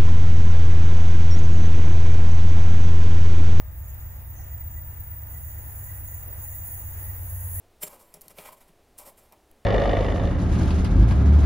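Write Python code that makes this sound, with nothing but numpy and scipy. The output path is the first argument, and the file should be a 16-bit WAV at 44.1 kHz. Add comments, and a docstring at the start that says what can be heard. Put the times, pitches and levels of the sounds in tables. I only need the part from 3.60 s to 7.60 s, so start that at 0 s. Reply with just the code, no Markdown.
"""Beside a railway track, a stereo pair of microphones hears the rails sing ahead of a far-off train.
Its wheels drive the steel's high bands into a swelling hiss with a thin, beating whistle on top;
lower rail modes ping faintly. In the distance an engine's exhaust throbs over wind rumble and a soft
machine whine, with a few hollow knocks off to the right. A small bird chirps once among trees."""
import sys
import numpy as np
from scipy import signal
from scipy.fft import rfft, irfft
from scipy.io import wavfile

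SR = 44100
rng = np.random.default_rng(int(sys.argv[2]) if len(sys.argv) > 2 else 0)


def pcm_store(signal):
    """Save signal as 16-bit PCM."""
    levels = np.round(np.clip(np.atleast_2d(signal), -1, 1) * 32767)
    wavfile.write(sys.argv[1], SR, levels.astype(np.int16).T)


N = 176400
TIME = np.arange(N) / SR
FREQ = np.fft.rfftfreq(N, 1 / SR)
RAIL_LAG_S = -5.3 / SR  # negative: the rails reach the left microphone first

# Force of the wheels on the rails. Each row: time in seconds, relative level of the hiss in dB.
WHEEL_FORCE = [(0.0, -75), (0.04, -80), (0.19, -60), (0.58, -63.5), (1.6, -56.5), (1.66, -63),
               (1.71, -52.5), (1.86, -51.5), (1.9, -55.5), (2.17, -49.5), (2.8, -52.5), (2.84, -44.5),
               (2.91, -50.5), (2.95, -46), (3.02, -51.5), (3.06, -45), (3.36, -52), (3.43, -47),
               (3.53, -51), (3.84, -45.5), (3.97, -39.5), (4.0, -39)]


def amp(db):
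    """Decibels to gain."""
    return 10 ** (np.asarray(db) / 20)


def unit(x):
    """Scales to an rms of one."""
    return x / np.sqrt(np.mean(abs(x) ** 2) + 1e-30)


def curve(points):
    """A control curve over time."""
    return np.interp(TIME, *np.transpose(points))


def shape(points):
    """A spectrum, joined on a log-frequency axis."""
    hz, value = np.transpose(points)
    return np.interp(np.log(FREQ + 1), np.log(np.sort(hz)), value)


def peak(hz, width_hz):
    """Gain of a steep-sided resonance of unit power."""
    return unit(1 / (1 + ((FREQ - hz) / (.6 * width_hz)) ** 2))


def drift(rate_hz):
    """Random movement of unit size, mostly slower than rate_hz."""
    spectrum = rfft(rng.standard_normal(N)) * (FREQ > 0)
    return unit(irfft(spectrum / (1 + (FREQ / rate_hz) ** 4), N))


def noise(gain, likeness, lead=0):
    """Coloured noise of unit rms at two microphones, partly alike, the left ahead by lead radians."""
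    common, separate = rfft(rng.standard_normal((2, N)))
    left = common * np.exp(1j * lead)
    right = likeness * common + np.sqrt(1 - likeness ** 2) * separate
    return unit(irfft(np.array([left, right]) * gain, N))


def wind_and_roar(level_db=-44, split_hz=200, growth_db_per_s=1, swell_db=0.8, swell_hz=5):
    """Low wind rumble, and a far roar that slowly grows."""
    # Colour of the open air. Each row: frequency in Hz, relative level in dB.
    colour = [(10, -1), (30, 0.5), (55, 1.5), (100, -4), (150, -13.5), (210, -19), (400, -24.5), (650, -21),
              (880, -20), (1100, -26), (1800, -25), (2200, -30.5), (3200, -33.5), (4400, -38),
              (6000, -39.5), (9000, -37.5), (15000, -36.5)]
    # How alike the two microphones hear it. Each row: frequency in Hz, likeness from 0 to 1.
    likeness = [(20, 0.35), (70, 0.57), (150, 0.76), (300, 0.87), (620, 0.55), (800, 0), (1150, 0),
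                (1700, 0.52), (2200, 0.5), (2750, 0.32), (3200, 0.78), (4400, 0.89), (5600, 0.21),
                (8000, 0.1)]
    # How far the left microphone leads. Each row: frequency in Hz, phase in radians.
    lead = [(650, 0), (850, -1), (1200, 1.3), (1800, 1.4), (2300, 1), (3000, 3), (4600, 3.15), (5800, 4.2),
            (8000, 6.2)]
    air = noise(amp(shape(colour)), shape(likeness), shape(lead))
    rumble = irfft(rfft(air) / (1 + (FREQ / split_hz) ** 4), N)
    roar = (air - rumble) * amp(growth_db_per_s * (TIME - TIME.mean()) + swell_db * drift(swell_hz))
    return amp(level_db) * (rumble + roar)


def engine(gain_db=-0.32, waver_db=1.34, waver_hz=1.8, smear_turns=.202, throb_depth=.16):
    """A distant exhaust: its harmonics blend into a throbbing drone."""
    # Engine speed. Each row: time in seconds, cycles per second.
    cycle_hz = [(0, 7.6), (.5, 8.13), (1, 8.55), (1.25, 8.69), (1.5, 8.78), (2, 8.8), (2.5, 8.66),
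                (3, 8.49), (3.5, 8.36), (4, 8.27)]
    # Exhaust harmonics. Each row: multiple of the cycle, then four relative levels in dB, evenly
    # spaced from start to end.
    harmonics = [(5, -49.5, -51, -53, -53), (6, -60, -60, -57, -61), (7, -43.5, -48, -52, -49),
                 (8, -41, -42, -46, -48), (9, -43.5, -43, -48.5, -41.5), (11, -40.5, -43.5, -43, -35.5),
                 (12, -53, -54, -53.5, -52.5), (13, -57, -56.5, -55, -56), (14, -70, -63, -61, -68),
                 (15, -52.5, -51, -56, -55), (16, -59, -64, -73, -77), (17, -61, -70, -73, -75),
                 (20, -62, -66, -74, -65)]
    turns = np.cumsum(curve(cycle_hz)) / SR + .83  # starts partway through a cycle
    drone = np.zeros(N)
    for order, *levels in harmonics:
        db = np.interp(TIME, np.linspace(0, TIME[-1], len(levels)), levels) + waver_db * drift(waver_hz)
        smear = smear_turns * order ** 2  # distance and ground draw each pulse out into a sweep
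        drone += amp(db) * np.sqrt(2) * np.cos(2 * np.pi * (order * turns - smear))
    throb = 1 + throb_depth * np.cos(2 * np.pi * (turns - .45))  # one strong cylinder, near mid-cycle
    return drone * amp(gain_db) * throb


def machine_whine(pitch_hz=304.7, width_hz=7):
    """Far machinery holds one soft, wavering note."""
    # The note's harmonics. Each row: multiple of the pitch, level in dB.
    harmonics = [(1, -72.5), (2, -74), (3, -70.5), (4, -75)]
    return sum(amp(db) * noise(peak(order * pitch_hz, width_hz), likeness=0.93)
               for order, db in harmonics)


def rail_noise(gain):
    """Noise radiated by the rails, reaching the left microphone first."""
    return noise(gain, likeness=0.32, lead=-2 * np.pi * FREQ * RAIL_LAG_S)


def rail_hiss(main_db=5, low_db=1.03, top_db=.5, burst_db=0.9, burst_hz=14,
              flutter_db=0.76, flutter_hz=22):
    """Rough wheels excite the rail's three wave bands; the lowest comes in bursts."""
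    # Colours of the three bands. Each row: frequency in Hz, relative level in dB.
    main_colour = [(3000, -25.5), (6300, -26), (8400, -14.5), (9100, -7), (9900, 2), (10700, 9),
                   (12200, 10), (13200, 5.5), (14500, 3.5), (15700, 13), (16000, -47)]
    low_colour = [(4000, -39.5), (6350, -60), (6560, 5), (6800, 0.5), (7100, -4.5), (7400, -10), (7750, -5),
                  (8200, -44), (9500, -16.5)]
    top_colour = [(14000, -40), (14550, -15), (14720, -5), (14900, -1), (15020, 5), (15110, -6),
                  (15350, -8), (15500, -12), (15700, -9), (15850, -33)]
    # Swell of the bands near 7 and 15 kHz. Each row: time in seconds, relative level in dB.
    low_swell = [(0.0, -71), (0.04, -77), (0.3, -59.5), (0.38, -72), (0.41, -59), (0.66, -69),
                 (0.76, -61.5), (1.09, -63), (1.12, -55.5), (1.28, -64), (1.66, -66), (1.72, -59),
                 (2.05, -59.5), (2.28, -55), (2.42, -62), (2.49, -55), (2.74, -62), (2.83, -52.5),
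                 (3.54, -60.5), (3.95, -54), (4.0, -55)]
    top_swell = [(0, -50), (.7, -48.5), (1.1, -58), (1.9, -50), (2.3, -67), (2.9, -60), (3.5, -42),
                 (4, -49)]
    main = rail_noise(amp(shape(main_colour))) * amp(curve(WHEEL_FORCE) + main_db)
    low = rail_noise(amp(shape(low_colour))) * amp(curve(low_swell) + low_db)
    low *= amp(burst_db * drift(burst_hz))
    top = rail_noise(amp(shape(top_colour))) * amp(curve(top_swell) + top_db)
    return (main + low + top) * amp(flutter_db * drift(flutter_hz))


def trackside_echoes(sound, count=24, echo_db=-4, longest_s=.014):
    """Ballast and fence reflect the sound along short paths, different for each microphone."""
    delays = (longest_s * rng.random((2, count)) * SR).astype(int)
    gains = rng.choice([-1., 1.], (2, count)) * amp(echo_db) / np.sqrt(count)
    paths = np.zeros((2, SR // 8))
    for side in (0, 1):
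        np.add.at(paths[side], delays[side], gains[side])
    paths[:, 0] += 1  # the direct path
    paths /= np.linalg.norm(paths, axis=1, keepdims=True)
    return signal.oaconvolve(sound, paths, axes=1)[:, :N]


def rail_ringing(gain_db=4, flare_db=3, flare_hz=3):
    """Narrow resonances flare up at random and make the hiss metallic."""
    # Resonances within the hiss. Each row: frequency in Hz, width in Hz, relative level in dB,
    # share of the wheels' swell that it follows.
    modes = [(10642, 16, -14, .65), (10660, 220, -17, .6), (10831, 30, -19, .9), (11353, 20, -15, 1),
             (11590, 30, -19, .65), (11780, 340, -11, .45), (12073, 40, -19, .6), (12291, 45, -16, .9),
             (12767, 16, -20, .8), (13029, 25, -23, .65), (13210, 25, -23, .65), (13708, 25, -23, .65)]
    force_db = curve(WHEEL_FORCE)
    swell_db = force_db - force_db.mean()
    ringing = np.zeros((2, N))
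    for hz, width_hz, db, share in modes:
        mode = unit(rail_noise(peak(hz, width_hz)) * amp(flare_db * drift(flare_hz)))
        ringing += amp(db + share * swell_db) * mode
    return amp(force_db.mean() + gain_db) * ringing


def rail_tone(hz, wander_hz=4, wander_rate_hz=4, waver_db=1.5, waver_hz=4, flutter_db=1, flutter_hz=30):
    """One ringing mode of the rail, fluttering, and wavering differently at each microphone."""
    turns = np.cumsum(hz + wander_hz * drift(wander_rate_hz)) / SR
    pair = [unit(np.sin(2 * np.pi * (turns - hz * lag)) * amp(waver_db * drift(waver_hz)))
            for lag in (RAIL_LAG_S, 0)]
    return np.array(pair) * amp(flutter_db * drift(flutter_hz))


def rail_whistle(lone_hz=14839):
    """The highest modes ring on and beat against each other, with a lone mode just below them."""
    # A cluster of close, barely damped modes. Each row: frequency in Hz, relative level in dB.
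    modes = [(14905, -15), (14987, -9), (15014.5, -2), (15029, -10), (15043.5, -5)]
    # Swell of the cluster and of the lone mode. Each row: time in seconds, relative level in dB.
    cluster_swell = [(0, -49), (.08, -67), (.36, -50), (.6, -57), (.78, -54), (.93, -42.5), (1.08, -40.5),
                     (1.25, -43.5), (1.47, -42.5), (1.9, -45.5), (2.3, -44.5), (2.68, -43.5), (2.73, -38),
                     (2.77, -48), (2.81, -37), (2.86, -42), (3.14, -39.5), (3.33, -48), (3.52, -50),
                     (3.85, -54), (4, -50)]
    lone_swell = [(0, -54), (.12, -57), (.38, -51), (.78, -59), (1.2, -55), (1.8, -49.5), (2.25, -51),
                  (2.6, -50), (3, -54), (3.58, -48.5), (3.85, -54), (4, -49)]
    cluster = sum(amp(db) * rail_tone(hz) for hz, db in modes)
    return cluster * amp(curve(cluster_swell)) + rail_tone(lone_hz) * amp(curve(lone_swell))


def blip(peak_s, hz, db, rise_s, fall_s, rough_hz, lead=0, left_db=0):
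    """A brief, rough tone that swells and dies; lead (radians) and left_db offset the left microphone."""
    envelope = np.exp(-((TIME - peak_s) / np.where(TIME < peak_s, rise_s, fall_s)) ** 2)
    turns = np.cumsum(hz + rough_hz * drift(rough_hz)) / SR
    return amp([[db + left_db], [db]]) * envelope * np.sin(2 * np.pi * turns + np.array([[lead], [0]]))


def rail_pings(flutter_db=2, flutter_hz=10, growth_db_per_s=1.4, ping_db=2.5, lead=0.43):
    """The lower rail modes murmur, slowly growing, joined by a faint high overtone of the far machine whine;
    now and then a rail mode flares into a faint ping."""
    # The murmuring modes; the last row is a high overtone (twelfth harmonic) of the machine whine. Each row:
    # frequency in Hz, width in Hz, relative level in dB.
    modes = [(1800, 90, -70.5), (1942, 50, -68), (2780, 40, -80), (3655, 35, -82.5)]
    # The pings. Each row: time of the peak in seconds, pitch in Hz, relative level in dB.
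    flares = [(.53, 1930, -62), (.935, 1950, -56.5), (1.015, 1950, -59), (1.18, 1945, -53),
              (1.755, 1960, -56), (1.89, 1950, -58), (2.3, 1955, -53.5), (2.4, 1950, -60),
              (2.535, 1950, -55), (2.865, 1950, -58), (2.94, 1930, -56), (3.035, 1960, -58),
              (3.14, 1950, -58), (3.49, 1945, -60), (3.985, 1940, -57)]
    murmur = sum(noise(peak(hz, width_hz), likeness=0.63, lead=lead)
                 * amp(db + flutter_db * drift(flutter_hz)) for hz, width_hz, db in modes)
    pings = sum(blip(s, hz, db + ping_db, rise_s=.018, fall_s=.018, rough_hz=17.5, lead=lead, left_db=-5)
                for s, hz, db in flares)
    return murmur * amp(growth_db_per_s * (TIME - TIME.mean())) + pings


def knocks():
    """Short, hollow knocks far off to the right, and one duller thud straight ahead."""
    # The knocks. Each row: time of the peak in seconds, pitch in Hz, level on the right in dB.
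    strikes = [(.57, 860, -52), (.798, 820, -47), (1.705, 870, -53), (2.095, 870, -54), (2.848, 870, -47.5),
               (3.228, 865, -47), (3.32, 840, -55)]
    # The thud: time in seconds, pitch in Hz, level in dB, rise and fall in seconds, pitch scatter in Hz.
    thud = (2.7, 520, -52.5, .02, .04, 110)
    hollow = sum(blip(s, hz, db, rise_s=.01, fall_s=.016, rough_hz=55, lead=-1.7, left_db=-4)
                 for s, hz, db in strikes)
    return hollow + blip(*thud)


def bird(gain_db=-4.0, echo_db=5, echo_decay_s=0.019):
    """One gliding chirp, scattered by the trees on its way to the microphones."""
    # The chirp's glide. Each row: time in seconds, pitch in Hz, relative level in dB.
    glide = [(.755, 6440, -69), (0.764, 6080, -54), (.775, 6300, -61), (0.787, 6530, -54),
             (.797, 5970, -66), (.806, 5570, -69), (0.816, 5900, -56), (0.826, 6200, -63),
             (.845, 5860, -75)]
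    s, hz, db = np.transpose(glide)
    turns = np.cumsum(np.interp(TIME, s, hz)) / SR
    call = np.sin(2 * np.pi * turns) * amp(np.interp(TIME, s, db, left=-200, right=-200) + gain_db)
    leaves = rng.standard_normal((2, SR // 4)) * np.exp(-TIME[:SR // 4] / echo_decay_s)
    echo = signal.fftconvolve(call[None], leaves / np.linalg.norm(leaves[0]), axes=1)[:, :N]
    return call + amp(echo_db) * echo


def scene(rail_left_db=-0.5):
    """Singing rails close to the microphones, in front of the distant sounds."""
    rails = trackside_echoes(rail_hiss()) + rail_ringing() + rail_whistle() + rail_pings()
    rails *= amp([[rail_left_db], [0]])
    return rails + engine() + knocks() + machine_whine() + wind_and_roar() + bird()


def record(dry, edge_hz=15780):
    """The recorder's band limit: a steep low-pass on both microphones."""
    lowpass = signal.firwin(1023, edge_hz, window=("kaiser", 9), fs=SR)
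    return signal.oaconvolve(dry, lowpass[None], "same")


dry = scene()
out = record(dry)
pcm_store(out)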